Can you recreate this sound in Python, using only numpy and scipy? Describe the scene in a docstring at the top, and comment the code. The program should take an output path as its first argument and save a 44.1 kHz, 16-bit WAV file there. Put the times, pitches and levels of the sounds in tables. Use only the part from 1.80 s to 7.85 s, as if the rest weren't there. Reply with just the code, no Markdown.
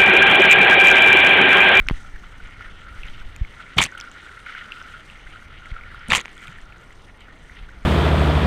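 """Choppy water washes along a small sailing boat and twice bursts over it in a hail of spray.
The microphone sits in a closed housing on a pole, low beside the hull. Drops smack the housing,
and bubbles make it ring at its own pitches (its modes), which gives the wash its gurgle.
Behind this, foam hisses, far water rushes, and wind and jolts push the microphone's membrane in the bass."""
import sys
import numpy as np
from scipy import signal
from scipy.io import wavfile

SR = 44100
rng = np.random.default_rng(int(sys.argv[2]) if len(sys.argv) > 2 else 0)


def wav_record(signal):
    """Record a signal, one row per channel, as 16-bit PCM in the file named by sys.argv[1]."""
    frames = np.transpose(np.atleast_2d(signal))
    bounded = np.clip(frames, -1, 1)
    # unit amplitude maps onto the largest positive 16-bit level
    quanta = np.round(bounded * 32767).astype(np.int16)
    wavfile.write(sys.argv[1], SR, quanta)


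N = 266805


def from_db(db):
    """Turn decibels into a gain."""
    return 10 ** (np.asarray(db) / 20)


def rms_one(x):
    """Scale a signal to an average strength (rms) of 1."""
    return x / np.sqrt(np.mean(x ** 2) + 1e-20)


def in_time(rows, outside=None):
    """Join a table's timed rows into one curve per column."""
    s, *columns = np.transpose(rows)
    return [np.interp(np.arange(N) / SR, s, c, outside, outside) for c in columns]


def drift(rate_hz):
    """A smooth random wander, about 1 in size."""
    r = np.exp(-40 * np.pi * rate_hz / SR)
    slow = signal.lfilter([1], [1, -2 * r, r * r], rng.standard_normal(N // 20 + 2002))[2000:]
    return np.interp(np.arange(N) / 20, np.arange(len(slow)), rms_one(slow))


def grains(per_s, spread_db, noise):
    """Random clicks of uneven size, mixed with smooth noise."""
    sizes = from_db(spread_db * np.minimum(rng.exponential(1, N), 4)) * rng.choice([-1, 1], N)
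    clicks = rms_one(sizes * (rng.random(N) < per_s / SR))
    return rms_one(clicks + noise * rng.standard_normal(N))


def coloured(spectrum, source, flicker_db, flicker_hz):
    """Shape noise to a tone colour, in narrow bands that each flicker on their own."""
    hz, db = np.transpose(spectrum)
    edges = hz[0] * 2 ** np.arange(0, np.log2(hz[-1] / hz[0]), 1 / 3)
    draws, out = [source(), source()], 0
    for k, low in enumerate(edges):
        band = signal.butter(2, [low, low * 2 ** (1 / 3)], "band", fs=SR, output="sos")
        level_db = np.interp(np.log(low * 2 ** (1 / 6)), np.log(hz), db)
        out += from_db(level_db + flicker_db * drift(flicker_hz)) * signal.sosfilt(band, draws[k % 2])
    return rms_one(out)


def resonance(x, hz, width_hz):
    """Let through the sound near one pitch."""
    r = np.exp(-np.pi * width_hz / SR)
    feedback = [1, -2 * r * np.cos(2 * np.pi * hz / SR), r * r]
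    return signal.lfilter(np.array([1, 0, -1]) * (1 - r * r) / 2, feedback, x)


def rings(rows, crack_db=-5, crack_ms=0.41):
    """Wet rings that swell fast, die slower and rise a little in pitch; short, high ones crack."""
    out, t = np.zeros(N + 2000), np.arange(2000) / SR
    phases, noises = rng.uniform(0, 2 * np.pi, len(rows)), rng.standard_normal((len(rows), 2000))
    bright = signal.lfilter(*signal.butter(2, [3000, 9500], "band", fs=SR), noises)
    cracks = bright * np.exp(-t * 1000 / crack_ms)
    wobbles = 0.048 * np.cumsum(rng.standard_normal(noises.shape), axis=1)  # the pitch wanders
    for (s, db, hz, ms), phase, crack, wobble in zip(rows, phases, cracks, wobbles):
        rise_s = max(ms, .2) * .0004
        swell = t / rise_s * np.exp(1 - t / rise_s)
        tone = np.sin(2 * np.pi * hz * t * (1 + 6 * t) + phase + wobble)
        hardness = from_db(crack_db) * (hz / 7000) ** 4.4 / max(ms, .4)  # small drops hit harder
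        at = max(round((s - rise_s) * SR), 0)
        out[at:at + 2000] += from_db(db) * (swell * tone + hardness * crack)
    return out[:N]


def pushes(rows):
    """Smooth humps of pressure that move the membrane in (+1) or out (-1)."""
    t = np.arange(N) / SR
    return sum(way * from_db(db) * np.exp(-.5 * ((t - s) * 1000 / ms) ** 2) for s, db, ms, way in rows)


# Tone colour of the far water: pitch_hz, level_db
SEA_COLOUR = [(71, -29), (120, -2), (286, -4.5), (694, -9.5), (881, -8.5), (1130, -11), (1300, -7),
              (1690, -38), (2860, -120)]
def sea(level_db=-53.5):
    """Open water rushes evenly in the distance."""
    rush = coloured(SEA_COLOUR, lambda: grains(1500, 3.3, 2.6), flicker_db=1.17, flicker_hz=5)
    return from_db(level_db) * rush


# Tone colour of the wind: pitch_hz, level_db
WIND_COLOUR = [(7.1, -40), (12, 8), (29, 1.5), (96, -9), (139, -16.5), (200, -19.5), (260, -23),
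               (440, -120)]
def wind(level_db):
    """Lumpy air pressure rumbles at the microphone's opening."""
    rumble = coloured(WIND_COLOUR, lambda: rng.standard_normal(N), flicker_db=1.5, flicker_hz=2.9)
    return from_db(level_db) * rumble


# Puffs of wind: time_s, peak_db, width_ms, direction
GUSTS = [(.074, -20, 5.8, 1), (.133, -12.5, 6.4, 1), (.348, -22, 6.3, 1), (0.639, -26, 5.6, 1),
         (1.197, -23.5, 5.6, -1), (1.253, -26, 4.7, 1), (1.317, -24, 16, -1), (1.415, -24.5, 9.2, 1),
         (1.464, -25, 4.4, -1), (3.467, -32, 4.9, -1), (4.325, -23, 2.2, -1), (4.835, -33, 3.2, 1)]
def gusts():
    """Each gust moves the membrane once."""
    return pushes(GUSTS)


# Jolts of the pole: time_s, peak_db, width_ms, direction
JOLTS = [(.007, -16.5, 3.64, -1), (0.1113, -10.5, 0.75, 1), (1.6168, -11, 2.15, -1), (3.92, -21, 2.1, 1),
         (4.288, -24, 1.8, -1), (5.806, -29.5, 3.8, 1), (5.833, -30, 2.8, 1)]
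def jolts():
    """A jolt swings the membrane one way, then back more softly and slowly."""
    rebounds = [(s + 3.75 * ms / 1000, db - 3.5, 2.56 * ms, -way) for s, db, ms, way in JOLTS]
    return pushes(JOLTS + rebounds)


# Hard taps: start_s, peak_db, brightness_hz, decay_ms
TAPS = [(0.0871, -17, 9150, 0.73), (0.0984, -16.5, 2440, 1), (0.1098, -19.5, 2160, 1),
        (.1178, -45, 12000, .4), (1.5633, -37, 12000, .4)]
def taps():
    """Taps reach the housing through its pole as bursts of noise that die at once."""
    out, t = np.zeros(N), np.arange(600) / SR
    for (s, db, hz, ms), noise in zip(TAPS, rng.standard_normal((len(TAPS), 600))):
        burst = signal.lfilter(*signal.butter(3, hz, fs=SR), noise * np.exp(-t * 1000 / ms))
        at = round(s * SR)
        out[at:at + 600] += from_db(db) * burst / np.abs(burst).max()
    return out


# Tone colour of the foam: pitch_hz, level_db
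HISS_COLOUR = [(2060, -24), (3500, -3.5), (5150, -11), (8960, -14), (10900, -26.5), (14600, -21),
               (15500, -42)]
# High modes of the housing: pitch_hz, width_hz, gain_db
HISS_MODES = [(6000, 690, -0.5), (8670, 700, 0)]
def hiss(level_db):
    """Fine spray and foam, muffled by the housing and lifted at its high modes."""
    fizz = coloured(HISS_COLOUR, lambda: grains(2500, 2.9, 0.8), flicker_db=1.8, flicker_hz=4.2)
    fizz = fizz + sum(from_db(db) * resonance(fizz, hz, width_hz) for hz, width_hz, db in HISS_MODES)
    return from_db(level_db + 1.8 * drift(48)) * rms_one(fizz)


# Modes of the housing that the wash sets ringing: pitch_hz, width_hz, gain_db
HOUSING_MODES = [(1398, 179, 1.5), (1846, 305, -3), (2122, 370, -4), (2920, 660, -6), (3370, 1030, -14)]
def wash(lowest_db, upper_db):
    """Bubbles burst along the hull in clumps; each mode catches its own share."""
    clumps, modes = from_db(1.85 * drift(46)), []
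    for hz, width_hz, db in HOUSING_MODES:
        bursts = grains(900, 3.36, 0.93) * from_db(2.85 * drift(9.1))
        once = resonance(bursts, hz, width_hz * 1.5)
        twice = resonance(once, hz, width_hz * 1.3)  # for a clearer pitch
        modes.append(from_db(db) * rms_one(twice))
    return clumps * (from_db(lowest_db) * modes[0] + from_db(upper_db) * sum(modes[1:]))


def plop_ms(hz):
    """Higher rings are shorter."""
    return 0.65 + 3.81 * (HOUSING_MODES[0][0] / hz) ** 2.16


def bubbles(lowest_db, upper_db, count=60, above_wash_db=12):
    """Rows for rings(): stray bubbles sound near the four lowest modes."""
    rows = []
    for when, mode, detune, size in rng.random((count, 4)):
        k, at = int(mode * 4), int(when * N)
        mode_hz, width_hz, mode_db = HOUSING_MODES[k]
        hz = mode_hz + width_hz * (detune - .5)
        wash_db = (upper_db if k else lowest_db)[at] + mode_db
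        rows.append((at / SR, wash_db + above_wash_db + 3.2 * (size - .5), hz, plop_ms(hz)))
    return rows


# Hollow knocks: time_s, peak_db, pitch_hz, length_ms
GULPS = [(1.988, -25, 289, 14), (4.325, -28.5, 149, 20), (4.69, -37.5, 150, 20)]
# Bubbles and drips, plus a few high ticks of big drops at their own pitch: time_s, peak_db, pitch_hz
PLOPS = [(0.067, -33, 1450), (0.071, -37, 6050), (0.249, -36, 1370), (0.362, -32.5, 1690),
         (0.436, -37.5, 1320), (0.603, -35, 1430), (0.8094, -28.5, 1320), (0.8505, -33, 1810),
         (1.234, -25, 2570), (1.285, -32.5, 2980), (1.417, -35.5, 1420), (1.6495, -29.5, 2030),
         (1.8037, -30, 1430), (1.9817, -31, 12180), (2.0622, -31, 9050), (2.1161, -40.5, 6230),
         (2.124, -30.5, 1400), (2.152, -27, 1400), (2.175, -30.5, 1380), (2.1821, -37, 8360),
         (2.2013, -26, 5800), (2.2112, -27.5, 5000), (2.276, -39, 1450), (2.3155, -37, 7180),
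         (2.4938, -34, 1450), (2.663, -29.5, 2100), (2.6672, -28, 1390), (2.7245, -31, 1880),
         (2.751, -25.5, 1460), (2.78, -29.5, 1390), (2.9211, -20, 2620), (3.0159, -29, 1420),
         (3.0269, -40, 5770), (3.3004, -31.5, 2710), (3.4682, -36, 1410), (3.4725, -34, 1960),
         (3.56, -36, 1400), (3.8578, -32, 1990), (3.9161, -31.5, 2080), (4.0116, -32, 2130),
         (4.037, -31.5, 2210), (4.1463, -30.5, 1290), (4.1945, -45, 5270), (4.2849, -32, 8750),
         (4.357, -15, 6600), (4.3837, -25, 6840), (4.4054, -29, 6360), (4.4125, -27.5, 6700),
         (4.7862, -33.5, 1780), (4.9244, -36.5, 2500), (5.107, -37.5, 1970), (5.4843, -38.5, 1380),
         (5.696, -40, 1430), (5.6985, -34, 1940), (5.8914, -34.5, 1470)]
def gulps_and_plops():
    """Rows for rings(): water knocks on the hull, single plops stand out of the wash, and a few big drops tick
    high at their own pitch."""
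    return GULPS + [(s, db, hz, plop_ms(hz)) for s, db, hz in PLOPS]


# Tone colours of the three parts of a sheet of spray: pitch_hz, level_db
PATTER_COLOUR = [(290, -45.5), (500, -8), (684, -16), (983, -0.5), (1440, -12), (2200, 2.5), (2590, -6),
                 (3000, -6.5), (3310, -3), (5200, -25.5), (6760, -50), (11400, -120)]
SPRAY_COLOUR = [(2820, -24), (4800, 1), (5450, -17), (5700, -5), (6670, 3.5), (7950, 3), (8600, -3),
                (10300, -16.5), (15500, -19)]
SLOSH_COLOUR = [(15, -39.5), (25, -8), (85, -2), (174, -3), (236, -7), (487, -12.5), (700, -22), (910, -28),
                (1540, -120)]
# Sheets of spray, one list each: time_s, patter_db, spray_db, slosh_db
SHEETS = [
    [(1.962, -60, -70, -57), (1.969, -43, -51, -25.5), (1.979, -27, -50, -27.5), (1.984, -12.5, -42, -24),
     (1.997, -22, -46, -26.5), (2.014, -20, -43, -29), (2.018, -16, -24.5, -26), (2.042, -30, -28.5, -38),
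     (2.062, -28.5, -53, -42), (2.072, -43.5, -60, -52), (2.11, -73, -77, -72)],
    [(4.275, -66, -70, -55), (4.292, -50, -53, -31), (4.299, -26.5, -48, -33.5), (4.334, -19, -36, -29.5),
     (4.346, -22.5, -41, -32.5), (4.352, -17.5, -22.5, -33), (4.378, -30, -32, -35),
     (4.387, -29.5, -51, -43), (4.412, -32.5, -57, -40), (4.42, -59, -64, -40), (4.435, -61, -75, -60)],
]
def sheets():
    """Small drops hail on the housing while water sloshes over its opening."""
    patter = coloured(PATTER_COLOUR, lambda: grains(700, 4.2, 0.21), flicker_db=5, flicker_hz=97)
    spray = coloured(SPRAY_COLOUR, lambda: grains(1200, 5, .35), flicker_db=3, flicker_hz=150)
    slosh = coloured(SLOSH_COLOUR, lambda: rng.standard_normal(N), flicker_db=5, flicker_hz=24.5)
    out = 0
    for sheet in SHEETS:
        patter_db, spray_db, slosh_db = in_time(sheet, outside=-200)
        out += from_db(patter_db) * patter + from_db(spray_db) * spray + from_db(slosh_db) * slosh
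    return out


def droplets(count=60, level_db=-50, low_hz=5300, high_hz=8700, wait_s=0.11, thin_out_s=.2):
    """Rows for rings(): half of these fine drops trail the sheets, the rest fall at any time."""
    rows = []
    for k, (when, pitch, size) in enumerate(rng.random((count, 3))):
        sheet_end_s = SHEETS[k // 2 % 2][-1][0]
        s = sheet_end_s + wait_s - thin_out_s * np.log(1 - when) if k % 2 else when * N / SR
        hz = low_hz * (high_hz / low_hz) ** pitch
        rows.append((min(s, N / SR), level_db + 8 * (size - .5), hz, plop_ms(hz)))
    return rows


# Big drops: time_s, peak_db, pitch_hz, length_ms, thud_db, tick_db (the last two add to peak_db)
SMACKS = [(0.0865, -4, 2340, 0.6, -21, -27), (0.1, -22.5, 2000, 2.2, -13, -60),
          (1.5631, -35, 2370, 2.2, -5, -1.5), (1.9815, -15, 2230, 0.65, -30, -20),
          (1.9851, -1.5, 2310, 1.85, -10, -40), (1.9885, -2.5, 2560, 0.88, -6, -21),
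          (1.993, -10, 2210, 1.25, -5, -22), (2.0062, -12, 2220, 2.9, -1.5, -15),
          (2.015, -11.5, 1530, 1.03, -30, -5), (2.018, -8, 2220, 2.44, -7, -6),
          (2.0307, -19, 2310, .9, -30, -15), (2.034, -16, 2820, 0.6, -30, -9),
          (2.039, -15.5, 1970, 0.65, -30, 7), (2.043, -19, 2170, .9, -30, -6),
          (2.0555, -16, 2550, 0.85, -30, -18), (2.1774, -29.5, 3030, 1.2, -20, -13),
          (2.2013, -28.5, 2260, 1.5, -30, -12), (2.212, -28.5, 3250, 1.5, -12.5, -12),
          (4.3041, -11.5, 2400, 2, -30, -11), (4.3086, -18, 3620, 1.9, 0, -8),
          (4.32, -1.5, 2080, 1.1, -8, -28), (4.332, -7, 2980, 1.07, -3, -16),
          (4.3365, -6.5, 2070, 2.13, -5, -17), (4.3432, -17, 2420, 1.2, -3, -6),
          (4.3502, -2, 2770, 0.83, -15, -15), (4.3607, -12.5, 2770, 1.4, -7, -10),
          (4.366, -11.5, 2250, 0.64, -6, -12), (4.371, -21, 3020, 1.4, -20, 1),
          (4.3784, -16.5, 2200, .7, -30, -8), (4.3975, -21.5, 2930, 1.1, -30, -12),
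          (4.452, -27, 2150, .7, -28, -20), (4.4569, -18.5, 2200, 0.62, -13.5, -20),
          (4.481, -27.5, 2190, 0.93, -12, -30), (4.5797, -37, 3230, 1.6, -32, -7),
          (4.672, -29.5, 3230, 0.75, -30, -16), (4.681, -29, 2360, 1.5, -30, -15)]
def smacks(thud_hz=1054, thud_ms=1.38, tick_hz=7000, tick_ms=.7):
    """Rows for rings(): each big drop hits the housing with a ring, a low thud and a high tick."""
    rows, detunes = [], 1 + 0.082 * rng.standard_normal((len(SMACKS), 2))
    for (s, db, hz, ms, thud_db, tick_db), (thud_detune, tick_detune) in zip(SMACKS, detunes):
        rows.append((s, db, hz, ms))
        rows.append((s, db + thud_db, thud_hz * thud_detune, thud_ms))
        rows.append((s, db + tick_db, tick_hz * tick_detune, tick_ms))
    return rows


# How loud the steady sounds are: time_s, lowest_mode_db, upper_modes_db, hiss_db, wind_db
STEADY_LEVELS = [(0.0, -55.5, -53.5, -67, -32.5), (0.17, -52, -47.5, -59, -38.5),
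                 (0.3, -53, -52.5, -62, -40), (0.6, -55, -52.5, -65, -42), (0.86, -47, -49.5, -62.5, -42),
                 (1.05, -51.5, -51, -64, -41.5), (1.3, -51, -47.5, -60.5, -41),
                 (1.6, -58.5, -53, -65, -39.5), (1.8, -50, -49, -59.5, -46.5),
                 (2.17, -48, -51.5, -65, -49.5), (2.45, -46, -47, -60, -49.5),
                 (2.62, -46, -49.5, -62, -46.5), (2.68, -44.5, -43.5, -63.5, -49.5),
                 (2.9, -42.5, -48, -62, -47), (3.1, -46.5, -49.5, -61.5, -45.5),
                 (3.22, -56.5, -50, -62, -47.5), (3.69, -49.5, -51, -64.5, -42),
                 (4.03, -49.5, -50, -66, -41.5), (4.26, -46, -47.5, -65.5, -44),
                 (4.5, -53, -51, -64, -48.5), (4.66, -52.5, -47.5, -58, -45),
                 (4.85, -53, -52.5, -67.5, -43.5), (5.14, -63, -56, -65.5, -47),
                 (5.51, -65, -56.5, -68, -48), (5.81, -56.5, -52, -64.5, -40),
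                 (6.05, -58.5, -56, -65.5, -42.5)]
def scene():
    """Add up all the sounds at the one microphone."""
    lowest_db, upper_db, hiss_db, wind_db = in_time(STEADY_LEVELS)
    water = wash(lowest_db, upper_db) + hiss(hiss_db) + sheets()
    water += rings(gulps_and_plops() + smacks() + bubbles(lowest_db, upper_db) + droplets())
    return (water + wind(wind_db) + sea() + gusts() + jolts() + taps())[None]


def record(dry, leak_hz=7.9, cutoff_hz=15700):
    """The membrane leaks slow pressure, loud peaks are rounded off and the highest treble is cut."""
    sound = signal.sosfilt(signal.butter(1, leak_hz, "high", fs=SR, output="sos"), dry)
    rounded = sound / (1 + np.abs(sound) ** 4) ** .25
    return signal.sosfilt(signal.cheby2(12, 60, cutoff_hz, fs=SR, output="sos"), rounded)


dry = scene()
out = record(dry)
wav_record(out)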